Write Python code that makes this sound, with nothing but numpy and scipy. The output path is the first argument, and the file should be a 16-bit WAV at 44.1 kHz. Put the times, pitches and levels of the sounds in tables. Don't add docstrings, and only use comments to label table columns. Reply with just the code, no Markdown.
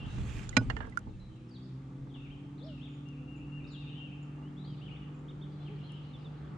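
import sys
import numpy as np
from scipy import signal
from scipy.fft import rfft, irfft
from scipy.io import wavfile
from scipy.ndimage import uniform_filter1d, map_coordinates

SR = 44100
rng = np.random.default_rng(int(sys.argv[2]) if len(sys.argv) > 2 else 0)


def gain_from_db(level_db):
    decades = np.asarray(level_db, float) / 20
    return 10 ** decades


def file_out(sig):
    cols = np.atleast_2d(sig).T
    lim = np.clip(cols, -1, 1)
    pcm = np.round(lim * 32767).astype(np.int16)
    wavfile.write(sys.argv[1], SR, pcm)


N = 290001
TIME = np.arange(N) / SR
STRIKE_TIME = np.arange(SR // 3) / SR
STRIKE_HZ = np.fft.rfftfreq(len(STRIKE_TIME), 1 / SR)


def unit(x):
    return x / np.sqrt(np.mean(x ** 2, axis=-1, keepdims=True) + 1e-20)


def along(points, hz):
    f, v = np.transpose(points)
    return np.interp(np.log(hz + 1), np.log(f + 1), v)


def curves(rows):
    s, *cols = np.transpose(rows)
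    return [np.interp(TIME, s, c) for c in cols]


def wobble(rate):
    coarse = np.arange(0, N + 16, 16)
    knots = rng.standard_normal(int(N * rate / SR) + 4)
    return np.interp(np.arange(N), coarse, map_coordinates(knots, [coarse * rate / SR]))


def sides(pan_db):
    return gain_from_db([[pan_db / 2], [-pan_db / 2]])


def rush(spectrum, alike, patchy_db):
    _, _, z = signal.stft(rng.standard_normal((2, N + 512)), SR, nperseg=512)
    field = uniform_filter1d(rng.standard_normal(z.shape[1:]), size=6, axis=0)
    field = uniform_filter1d(field, size=10, axis=1)
    pair = signal.istft(z * gain_from_db(patchy_db * field / field.std()), SR, nperseg=512)[1][:, :N]
    size = N + 303
    hz = np.fft.rfftfreq(size, 1 / SR)
    turn = np.arccos(np.clip(along(alike, hz), -1, 1)) / 2
    shaped = rfft(pair, size) * gain_from_db(along(spectrum, hz)) * [np.cos(turn), np.sin(turn)]
    mid, side = irfft(shaped, size)[:, :N]
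    return unit(np.array([mid + side, mid - side]))


def add(out, s, sound):
    part = out[:, round(s * SR):][:, :sound.shape[1]]
    part += sound[:, :part.shape[1]]


def echo(x, decay, delay, size):
    hz, t, z = signal.stft(rng.standard_normal((2, size)), SR, nperseg=256)
    tail = signal.istft(z * gain_from_db(-60 * t / along(decay, hz)[:, None]), SR, nperseg=256)[1]
    tail = np.pad(tail / np.linalg.norm(tail[0]), ((0, 0), (round(delay * SR), 0)))
    return signal.fftconvolve(x, tail, axes=1)


# (frequency [Hz], likeness [0-1])
FAR_LIKENESS = [(60, 0.87), (120, 0.95), (260, 0.73), (530, 0.42), (1100, 0.055), (2290, 0.45), (4740, 0.4),
                (9820, 0.031)]
# (frequency [Hz], level [dB per Hz])
HISS_SPECTRUM = [(880, -30), (1500, -15.5), (1790, -3.5), (2090, -2), (2660, 0), (2970, -2.5), (3330, -1),
                 (4980, -9.5), (6920, -10), (10300, -20.5), (13400, -71.5), (22000, -120)]
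# (frequency [Hz], level [dB per Hz])
LEAF_SPECTRUM = [(1500, -30), (2200, -5), (3000, 4.5), (4300, -3.5), (5200, -10), (6500, -38)]
# (time [s], level [dB], half length [s])
GUSTS = [
    (0, -67.5, 0.63),
    (0.747, -79, 0.34),
    (4.805, -74, 0.18),
    (6.06, -71.5, 0.56),
]


def air():
    hiss = rush(HISS_SPECTRUM, FAR_LIKENESS, patchy_db=.4)
    breeze = sum(gain_from_db(db) * np.exp(-((TIME - s) / half) ** 2) for s, db, half in GUSTS)
    return gain_from_db(-73.5) * hiss + gain_from_db(4.0) * breeze * rush(LEAF_SPECTRUM, FAR_LIKENESS, patchy_db=4.0)


# (time [s], level [dB])
ROAR_LEVEL = [
    (0, -58),
    (.73, -61.5),
    (1.12, -68.5),
    (2.6, -65.5),
    (6.58, -61),
]
# (frequency [Hz], level [dB per Hz])
ROAR_SPECTRUM = [(35, -44.5), (60, -11), (95, -12.5), (150, -4), (200, -11.5), (330, -16.5), (520, -23.5),
                 (670, -27), (860, -22), (1000, -29.5), (1170, -23.5), (1500, -31), (2400, -38.5),
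                 (4500, -120)]


def engine_roar():
    rolling = gain_from_db(.5 * wobble(3)) * rush(ROAR_SPECTRUM, FAR_LIKENESS, patchy_db=1.3)
    return gain_from_db(curves(ROAR_LEVEL)[0] + 11.5) * rolling


# (multiple of firing rate, level [dB rms])
IDLE_TONES = [(1, -61.5), (2, -53.5), (3, -56.5), (4, -60), (5, -64), (6, -68.5), (8, -72.5)]
# (time [s], half length [s], level [dB])
IDLE_SWELL = (3.6, 1.63, 6.2)


def idling_engine():
    firing_hz = 62.88
    turn = 2 * np.pi * np.cumsum(firing_hz * (1 + .002 * wobble(3))) / SR
    s, half, top_db = IDLE_SWELL
    swell_db = top_db * np.exp(-((TIME - s) / half) ** 4)
    return sum(gain_from_db(db + swell_db * (k == 4) + 3.8 * wobble(5)) * np.sin(k * turn) for k, db in IDLE_TONES)


# (time [s], firing rate [Hz], firing level [dB rms])
LAUNCH = [(0, 102.7, -77), (1.0, 102, -61), (1.25, 104.3, -64.5), (1.6, 126.5, -49), (1.94, 138.2, -49),
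          (2.45, 143.3, -50.5), (3.2, 143.5, -49), (4, 145.5, -48), (4.8, 146.9, -47.5), (5.6, 146.7, -47),
          (6.58, 148.5, -49)]
# (frequency [Hz], level [dB re firing])
EXHAUST_PIPE = [(205, 2.5), (255, -12), (286, -4.5), (293, -9), (297, -24), (308, -0.5), (380, -15.5),
                (420, -25.5)]
# (multiple of firing rate, level [dB re firing])
UNEVEN_CYLINDERS = [(1 / 3, -21), (2 / 3, -16), (4 / 3, -15), (7 / 3, -21), (4, -30), (5 / 3, -22),
                    (8 / 3, -23)]


def speeding_engine():
    firing_hz, firing_db = curves(LAUNCH)
    turn = 2 * np.pi * np.cumsum(firing_hz * (1 + .0025 * wobble(5))) / SR
    tone = 0
    for k in (1, 2, 3):
        pipe_db = along(EXHAUST_PIPE, k * firing_hz) if k > 1 else 0
        tone = tone + gain_from_db(firing_db + pipe_db + 5.5 + 0.82 * wobble(9)) * np.sin(k * turn)
    for k, db in UNEVEN_CYLINDERS:
        tone = tone + gain_from_db(firing_db + db + 4 * wobble(9.8)) * np.sin(k * turn)
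    return tone


def engines():
    tones = idling_engine() + speeding_engine()
    return np.array([tones, np.roll(tones, 2)]) + engine_roar()


def strokes(rows, bend, swell_db):
    notes = []
    for s, length, start_hz, end_hz, db in rows:
        u = np.linspace(0, 1, round(length * SR))
        glide = np.expm1(-bend * u) / np.expm1(-bend)
        notes.append((s, start_hz + (end_hz - start_hz) * glide, db + swell_db * (2 * u - 1) / 2))
    return notes


def arches(rows, back, swell_db, pointed):
    notes = []
    for s, length, foot_hz, top_hz, db in rows:
        u = np.linspace(0, np.pi, round(length * SR))
        below = (1 - np.sin(u) ** pointed) * np.where(u < np.pi / 2, 1, back)
        notes.append((s, top_hz - (top_hz - foot_hz) * below, db - swell_db * (1 - np.sin(u))))
    return notes


# (time [s], peak level [dB])
REPEATS = [
    (3.05, -57),
    (3.276, -54.5),
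    (3.515, -52.5),
    (3.745, -51.5),
    (3.989, -52),
    (4.204, -67.5),
]


def repeats(shape):
    when, hz, level = np.transpose(shape)
    t = np.arange(when[0], when[-1], 1 / SR)
    return [(s + when[0], np.interp(t, when, hz), db + np.interp(t, when, level)) for s, db in REPEATS]


# (time [s], length [s], from [Hz], to [Hz], peak level [dB] at its best pitch)
FALLS = [(2.138, 0.1, 3970, 2667, -63.5), (2.662, .113, 5200, 2745, -64.5)]
SWOOPS = [(2.092, 0.035, 3950, 3090, -68), (2.588, 0.022, 4480, 3300, -61.5),
          (3.683, .03, 5600, 4050, -56.5), (3.892, 0.0236, 3250, 2810, -57.5),
          (5.892, .03, 3080, 2716, -60)]
DIVES = [(2.228, 0.041, 2855, 2180, -62), (3.71, .055, 4040, 2900, -57.5), (2.335, .014, 3150, 2500, -62.5),
         (2.772, 0.014, 2850, 2470, -59), (2.842, 0.02, 3750, 3000, -57.5), (2.864, .02, 2870, 2050, -60.5),
         (2.865, 0.043, 3610, 2310, -67), (4.86, 0.036, 3230, 2155, -57), (4.945, 0.021, 2740, 2100, -59),
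         (4.838, 0.016, 3430, 3300, -71), (5.662, 0.032, 3150, 2190, -59), (5.872, 0.027, 3380, 3200, -66),
         (5.953, 0.032, 3133, 2550, -62)]
RISES = [(2.2, 0.023, 2320, 2910, -64), (2.296, 0.022, 2116, 3180, -58.5), (2.577, 0.012, 3300, 4500, -62),
         (2.605, 0.018, 3250, 3660, -59), (2.622, 0.03, 3600, 5370, -57.5), (2.645, .01, 5150, 5370, -57),
         (2.797, .042, 2430, 3800, -57), (3.667, 0.016, 3700, 5670, -57), (3.915, 0.075, 2760, 3120, -57),
         (4.565, 0.038, 3180, 3920, -61.5), (4.638, 0.019, 3750, 4580, -56),
         (4.695, 0.016, 4700, 5080, -62), (4.81, 0.024, 2610, 3120, -57.5), (4.83, .01, 3150, 3450, -63),
         (4.898, 0.015, 2170, 2700, -61), (4.955, .02, 2934, 3740, -64), (5.778, 0.013, 2236, 2450, -63),
         (5.81, .016, 2620, 2900, -61.5), (5.845, 0.024, 2940, 3400, -64), (3.785, .012, 3900, 4660, -63),
         (5.925, .03, 2730, 3140, -58.5)]
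HOLDS = [(2.72, 0.05, 2760, 2740, -65.5), (2.27, 0.02, 2170, 2130, -66), (2.318, 0.016, 3200, 3150, -63.5),
         (3.64, 0.028, 3750, 3700, -64), (4.605, 0.035, 3900, 3870, -63), (4.657, .033, 4710, 4630, -62),
         (4.79, .018, 2500, 2490, -69), (4.91, 0.032, 2807, 2930, -56.5)]


def main_song():
    song = strokes(FALLS, bend=8.5, swell_db=-17.5)
    song += strokes(SWOOPS, bend=1.5, swell_db=-2.0)
    song += strokes(DIVES, bend=-1.2, swell_db=3.5)
    song += strokes(RISES, bend=0.45, swell_db=3)
    song += strokes(HOLDS, bend=-0.23, swell_db=-6.0)
    best_hz, above_db, below_db = 3300, 18, 5.5
    notes = []
    for s, hz, db in song:
        octave = np.log2(hz / best_hz)
        notes.append((s, hz, db - np.where(octave > 0, above_db, -below_db) * octave))
    return notes


# (time [s], length [s], from [Hz], to [Hz], peak level [dB])
PIPER = [(0, 0.039, 2794, 2697, -51), (1.197, 0.072, 4040, 4050, -67.5), (4.35, 0.085, 2790, 2800, -72.5),
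         (4.118, .05, 2810, 2720, -64), (4.29, .05, 2770, 2710, -71), (4.52, 0.055, 2790, 2780, -75),
         (5.14, .02, 2480, 2520, -66), (1.135, .025, 2680, 2600, -72.5), (4.425, .067, 2800, 3300, -64.5),
         (4.67, 0.082, 3300, 2850, -63.5), (5.012, 0.065, 2877, 2700, -64.5),
         (5.648, 0.15, 3200, 3180, -67.5)]
CHIPS = [
    (6.133, 0.0306, 3760, 3420, -56),
    (6.243, 0.0324, 3920, 3420, -58),
]
VEILED = [
    (1.472, 0.023, 5500, 5000, -84.5),
    (1.49, 0.084, 4810, 3090, -73.5),
    (1.6, .035, 4400, 5240, -79.5),
]
LISPS = [(2.885, .075, 7000, 6840, -80.5), (3.36, 0.033, 6980, 7000, -76), (3.71, 0.027, 6920, 7100, -72),
         (4.225, 0.014, 7230, 7010, -70.5), (5.14, .06, 7300, 7054, -80)]
DISTANT = [(1.075, .03, 4300, 3400, -81.5), (1.3, 0.11, 3200, 2400, -81), (1.197, 0.065, 3900, 3900, -79),
           (3.76, .125, 3800, 3590, -70.5), (3.775, .1, 3400, 3700, -76), (5.597, 0.08, 3400, 3620, -78),
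           (5.75, .2, 3400, 4000, -87), (5.51, .03, 5000, 4300, -83), (3.79, .05, 4650, 4600, -85),
           (5.53, 0.11, 3900, 4200, -84), (.05, .08, 2760, 2740, -69.5), (6.1, .14, 2750, 2750, -80),
           (3.93, 0.035, 3400, 3250, -74), (6, .12, 4200, 3700, -87)]
# (time [s], length [s], foot [Hz], top [Hz], peak level [dB])
HOOPS = [(5.28, 0.033, 2900, 3700, -57.5), (5.412, .03, 3100, 3670, -57.5),
         (5.302, .024, 3200, 3700, -67.5), (5.433, .024, 3200, 3720, -64.5)]
COOS = [(2.595, 0.155, 450, 650, -51), (5.655, 0.125, 300, 430, -49), (5.27, .11, 280, 375, -57.5)]
# (time from call start [s], pitch [Hz], level [dB])
WHISTLE = [(0, 2720, -12), (0.014, 2783, -3), (.068, 2790, -3), (.08, 2700, -3.5), (.095, 2424, -20)]
SLUR = [(.085, 2511, -22), (.102, 2342, -17.5), (.122, 2623, -12.5), (0.153, 2670, -14)]
# (delay [s], level [dB])
TRUNK_SLAPS = [
    (.092, -8.5),
    (.168, -13),
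]


def flock():
    whistle = repeats(WHISTLE)
    slaps = [(s + late, hz, db + loss_db) for late, loss_db in TRUNK_SLAPS for s, hz, db in whistle]
    return [
        (6.5, -2, .3, main_song()),
        (0.5, -12.5, 0.11, strokes(PIPER, bend=-2.4, swell_db=-7.0)),
        (0.0, -16.0, .02, strokes(CHIPS, bend=1.3, swell_db=6)),
        (1.5, 7.5, 1.3, strokes(VEILED, bend=-3.1, swell_db=11.5)),
        (-4.0, -4.5, 0.75, strokes(LISPS, bend=.3, swell_db=-1.5)),
        (7.0, 5.5, 1.3, strokes(DISTANT, bend=0.26, swell_db=-5.5)),
        (-1.2, -11, .25, arches(HOOPS, back=1.15, swell_db=0.5, pointed=1.05)),
        (3.5, -19.5, .02, arches(COOS, back=0.42, swell_db=13.5, pointed=2.54)),
        (10, -8.5, 0.094, whistle),
        (9.5, 1.5, 0.87, repeats(SLUR)),
        (5, -5.5, 0.55, slaps)]


def sing(notes, far, waver):
    voice, spans = np.zeros((1, N)), []
    for s, hz, db in sorted(notes, key=lambda note: note[0]):
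        hz, db = np.pad([hz, db], ((0, 0), (0, 200)), "edge")
        t = np.arange(len(hz)) / SR
        at = slice(round(s * SR), round(s * SR) + len(hz))
        pitch = uniform_filter1d(hz, size=170, mode="nearest")
        pitch *= 1 + .009 * far * waver[at]
        edges = np.clip(np.minimum(t / .004, (t[-1] - t) / .009), 0, 1)
        add(voice, s, edges * gain_from_db(db) * np.sin(2 * np.pi * np.cumsum(pitch) / SR)[None])
        if spans and at.start < spans[-1].stop + .03 * SR:
            last = spans.pop()
            at = slice(last.start, max(at.stop, last.stop))
        spans.append(at)
    return voice, spans


# (frequency [Hz], t60 [s])
TREE_DECAY = [(400, 0.11), (3000, 1), (8000, 0.43)]


def birds():
    out = np.zeros((2, N))
    flutter, waver, sway = wobble(110), wobble(160), unit(wobble(450))
    for pan_db, wet_db, far, notes in flock():
        voice, spans = sing(notes, far, waver)
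        for at in spans:
            s, note = at.start / SR, voice[:, at]
            smeared = note * (.6 + .6 * sway[at])
            branches = echo(note, [(3000, 0.26)], delay=0.001984, size=3000)
            tree_line = echo(smeared, TREE_DECAY, delay=0.0069, size=20000)
            far_bank = echo(note, [(3000, 0.28)], delay=.12, size=6000)
            add(out, s, note * gain_from_db(4.5 * far * flutter[at]) * sides(pan_db))
            add(out, s, gain_from_db(wet_db - 0.5) * branches * sides(pan_db))
            add(out, s, gain_from_db(wet_db + 3.5) * tree_line)
            add(out, s, gain_from_db(wet_db - 7.0) * far_bank)
    return out


# (time [s], peak level [dB], settling [dB/s])
LURCHES = [(0.04, -40.5, 127), (0.165, -38, 154), (0.215, -35, 130), (.285, -42, 205), (.375, -40, 146),
           (.5, -43, 99), (.595, -35, 113), (.695, -41.5, 89), (.8, -45.5, 63), (.885, -47, 403),
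           (1.085, -44.5, 111), (1.24, -54.5, 97), (2, -51, 70), (2.3, -54, 99), (3.42, -56, 87),
           (3.62, -53, 257), (5.15, -56.5, 30.5), (5.75, -64.5, 42)]
# (frequency [Hz], level [dB per Hz])
HULL_SPECTRUM = [(12, -27.5), (20, -7.5), (49, 4), (81, -5.5), (119, 3), (150, -14.5), (206, -9),
                 (400, -25), (520, -51), (880, -120)]


def rocking_hull():
    sway = gain_from_db(-69)
    for s, db, fall in LURCHES:
        slope = np.where(TIME < s, -350.5, fall)
        sway = sway + gain_from_db(db - slope * (TIME - s))
    rumble = rush(HULL_SPECTRUM, [(30, 0.28), (80, 0.82), (200, 1.0)], patchy_db=0.5)
    return sway * gain_from_db(1.8 * wobble(5.8)) * sides(-1.9) * rumble


# (time [s], level [dB])
CLOTH_DRAG = [
    (0.0, -83),
    (0.14, -69.5),
    (.21, -71.5),
    (0.3, -65.5),
    (0.44, -66),
    (.5, -75),
    (0.7, -76.5),
    (1.0, -93),
]
# (frequency [Hz], level [dB per Hz])
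CLOTH_SPECTRUM = [(250, -31.5), (400, -11.5), (700, -17), (1340, -7), (2430, -3), (4800, -17.5),
                  (7120, -12.5), (9500, -25), (10600, -32), (12000, -49), (16500, -89)]
# (frequency [Hz], level [dB per Hz])
FIZZ_SPECTRUM = [(9000, -30), (10500, -2), (13000, 0.5), (14200, -9), (15500, -30)]
# (time [s], half length [s], level [dB])
FIZZ_MOMENT = (.335, .125, -80)


def rustling_cloth():
    grain = gain_from_db(1.2 * wobble(66) + 1.6 * wobble(500))
    drag_db = curves(CLOTH_DRAG)[0] - 40 * (np.arange(N) > 1.3 * SR)
    rub = rush(CLOTH_SPECTRUM, [(500, 0.87), (1100, .2), (3000, 0.69), (9000, 0)], patchy_db=1.9)
    s, half, top_db = FIZZ_MOMENT
    fizz = gain_from_db(top_db) * np.exp(-((TIME - s) / half) ** 4)
    fizz = fizz * grain * rush(FIZZ_SPECTRUM, [(9000, .1)], patchy_db=6.0)
    return fizz + gain_from_db(drag_db + 11.0) * sides(-8.5) * unit(grain * rub)


def ring(modes, attack):
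    t = STRIKE_TIME
    rise = 1 - np.exp(-t / attack)
    return rise * sum(gain_from_db(db - 60 * t / t60) * np.sin(2 * np.pi * hz * t) for hz, db, t60 in modes)


def band(low_hz, high_hz):
    f = STRIKE_HZ
    return 1j * f / (low_hz + 1j * f) / (1 + 1j * f / high_hz) ** 3


def burst(t60, colour):
    size = len(STRIKE_TIME)
    noise = gain_from_db(-60 * STRIKE_TIME / t60) * rng.standard_normal((2, size))
    return irfft(rfft(noise) * colour, size)


# (frequency [Hz], level [dB], t60 [s])
HULL_BOOM = [(251, 5.5, 0.063), (205, -3, 0.083), (121.7, -7.5, 0.19), (65, -24, 0.078), (476, -11.5, 0.06),
             (616, -10, 0.055), (855, -10.5, 0.043)]
# (frequency [Hz], level [dB], t60 [s])
POLE_RING = [(686, -14.5, 0.033), (1122, -19.5, 0.061), (1470, -6.5, 0.083), (1398, -15.5, 0.036),
             (1626, -22, 0.06), (2050, -10.5, 0.031), (2400, 0, 0.032), (2800, -33, 0.048),
             (3406, -19, 0.034), (4020, -8, 0.036), (5040, -23, 0.077), (6620, -18, 0.024),
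             (6930, -13, 0.027)]
# (time [s], crack level [dB], left-right [dB])
KNOCK = [
    (0.567, -11, -10.5),
    (0.5697, -11, -7),
]


def pole_knock(out):
    swell = np.clip(STRIKE_TIME / .0015, 0, 1)
    for s, db, pan_db in KNOCK:
        add(out, s, gain_from_db(db + 7.5) * swell * burst(0.02, band(810, 4000)) * sides(pan_db))
    tip_s, shaft_s = KNOCK[0][0], KNOCK[1][0]
    add(out, tip_s, gain_from_db(-14.5) * ring(POLE_RING, attack=0.0022) * sides(-13))
    add(out, shaft_s, gain_from_db(-15) * sides(-1.8) * ring(HULL_BOOM, attack=0.0041))


# (frequency [Hz], width [Hz], level [dB])
DECK_MODES = [(439, 18.4, 4), (750, 280, -5), (1280, 710, -5), (1790, 310, -2.5), (2070, 72, -3.5),
              (2850, 290, -8.5), (3500, 400, -15), (4400, 350, -15), (7000, 4900, -27)]
# (time [s], peak level [dB], skid t60 [s], softness cut [Hz], hull level [dB])
BOUNCES = [(0.1817, -44, 0.044, 4000, 2), (.612, -52, .03, 1000, 19.5), (0.699, -25, 0.033, 6640, -26),
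           (.705, -33, 0.06, 3500, -25), (0.765, -32, 0.037, 6460, -11.5), (.788, -45, 0.03, 6000, -29),
           (0.804, -31.5, 0.065, 2570, -13), (.826, -41, 0.044, 2500, -13), (0.843, -42, 0.11, 2500, -4),
           (0.871, -43.5, 0.06, 1210, -8), (1.07, -48.5, 0.087, 700, 6), (2.07, -54, .04, 1498, 7.5),
           (2.156, -53, 0.058, 1490, -7), (2.822, -57, .04, 1500, -8)]


def deck_bounces(out):
    f, deck = STRIKE_HZ, 0
    for k, (hz, width, db) in enumerate(DECK_MODES):
        deck = deck + (-1) ** k * gain_from_db(db) * 1j * f * width / (hz * hz - f * f + 1j * f * width)
    for s, db, t60, cut_hz, hull_db in BOUNCES:
        skid = burst(t60, deck * band(200, cut_hz))
        skid = skid / abs(skid).max() * sides(-11)
        add(out, s, gain_from_db(db) * (skid + gain_from_db(hull_db) * ring(HULL_BOOM, attack=0.0012)))


# (time [s], peak level [dB], own ring [Hz], ring t60 [s],
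# left-right [dB])
GEAR_TICKS = [(.7, -33, 1894, 0.038, -18), (.701, -38, 2820, 0.039, -15), (.702, -43, 4330, 0.031, -11),
              (.703, -45, 442, 0.099, -3), (0.767, -37.5, 1790, 0.049, -16), (.767, -51, 2970, .08, -12),
              (.766, -58, 7000, 0.022, -4), (1.07, -43, 830, .05, -7), (.145, -52, 7500, .015, -5),
              (.4915, -46, 3500, 0.018, -16), (0.4906, -42, 1470, 0.019, -14),
              (0.4936, -52.5, 9300, .015, -8), (.825, -62, 6800, .01, -5), (.87, -59, 8950, .01, -5),
              (0.492, -38, 6730, 0.021, -19), (.528, -43.5, 2020, 0.045, -18),
              (.818, -49.5, 1623, 0.21, -19), (.864, -56, 5200, 0.0092, 0), (.897, -58, 8700, 0.013, -17),
              (.9233, -50, 2020, 0.047, -16), (0.973, -19.5, 1432, 0.024, -16),
              (0.9733, -42.5, 6600, 0.018, -11.5), (.990, -49, 7000, 0.014, -10),
              (0.99, -50, 9500, .015, -11), (0.9728, -41, 9500, 0.01, -8), (1.198, -62, 5440, 0.014, 5),
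              (1.36, -61, 7000, 0.013, -5), (1.495, -59, 7800, 0.014, -4), (3.087, -56, 5760, 0.016, -8),
              (5.92, -55, 8600, 0.017, -4)]


def gear_ticks(out):
    for s, db, hz, t60, pan_db in GEAR_TICKS:
        tick = ring([(hz, 0, t60), (1.4 * hz, -12, 0.38 * t60)], attack=0.001)
        tick = tick * [[-1], [1]]
        click_db = 2.5 + 5 * np.log2(hz / 7000)
        click = gain_from_db(click_db) * burst(0.012, band(0.9 * hz, 2.0 * hz))
        add(out, s, gain_from_db(db) * sides(pan_db) * (tick + click))


def knocks():
    out = np.zeros((2, N))
    pole_knock(out)
    deck_bounces(out)
    gear_ticks(out)
    cockpit = echo(out.mean(0)[None], [(300, 0.33), (3000, 0.018), (9000, 0.04)], delay=0.0046, size=12000)
    add(out, 0, gain_from_db(-27.5) * cockpit)
    return signal.sosfilt(signal.butter(5, 9000, fs=SR, output="sos"), out)


def scene():
    return air() + engines() + birds() + rocking_hull() + rustling_cloth() + knocks()


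def low_pass(x):
    return signal.sosfilt(signal.butter(12, 14800, fs=SR, output="sos"), x)


def record(dry):
    return low_pass(dry)


dry = scene()
out = record(dry)
file_out(out)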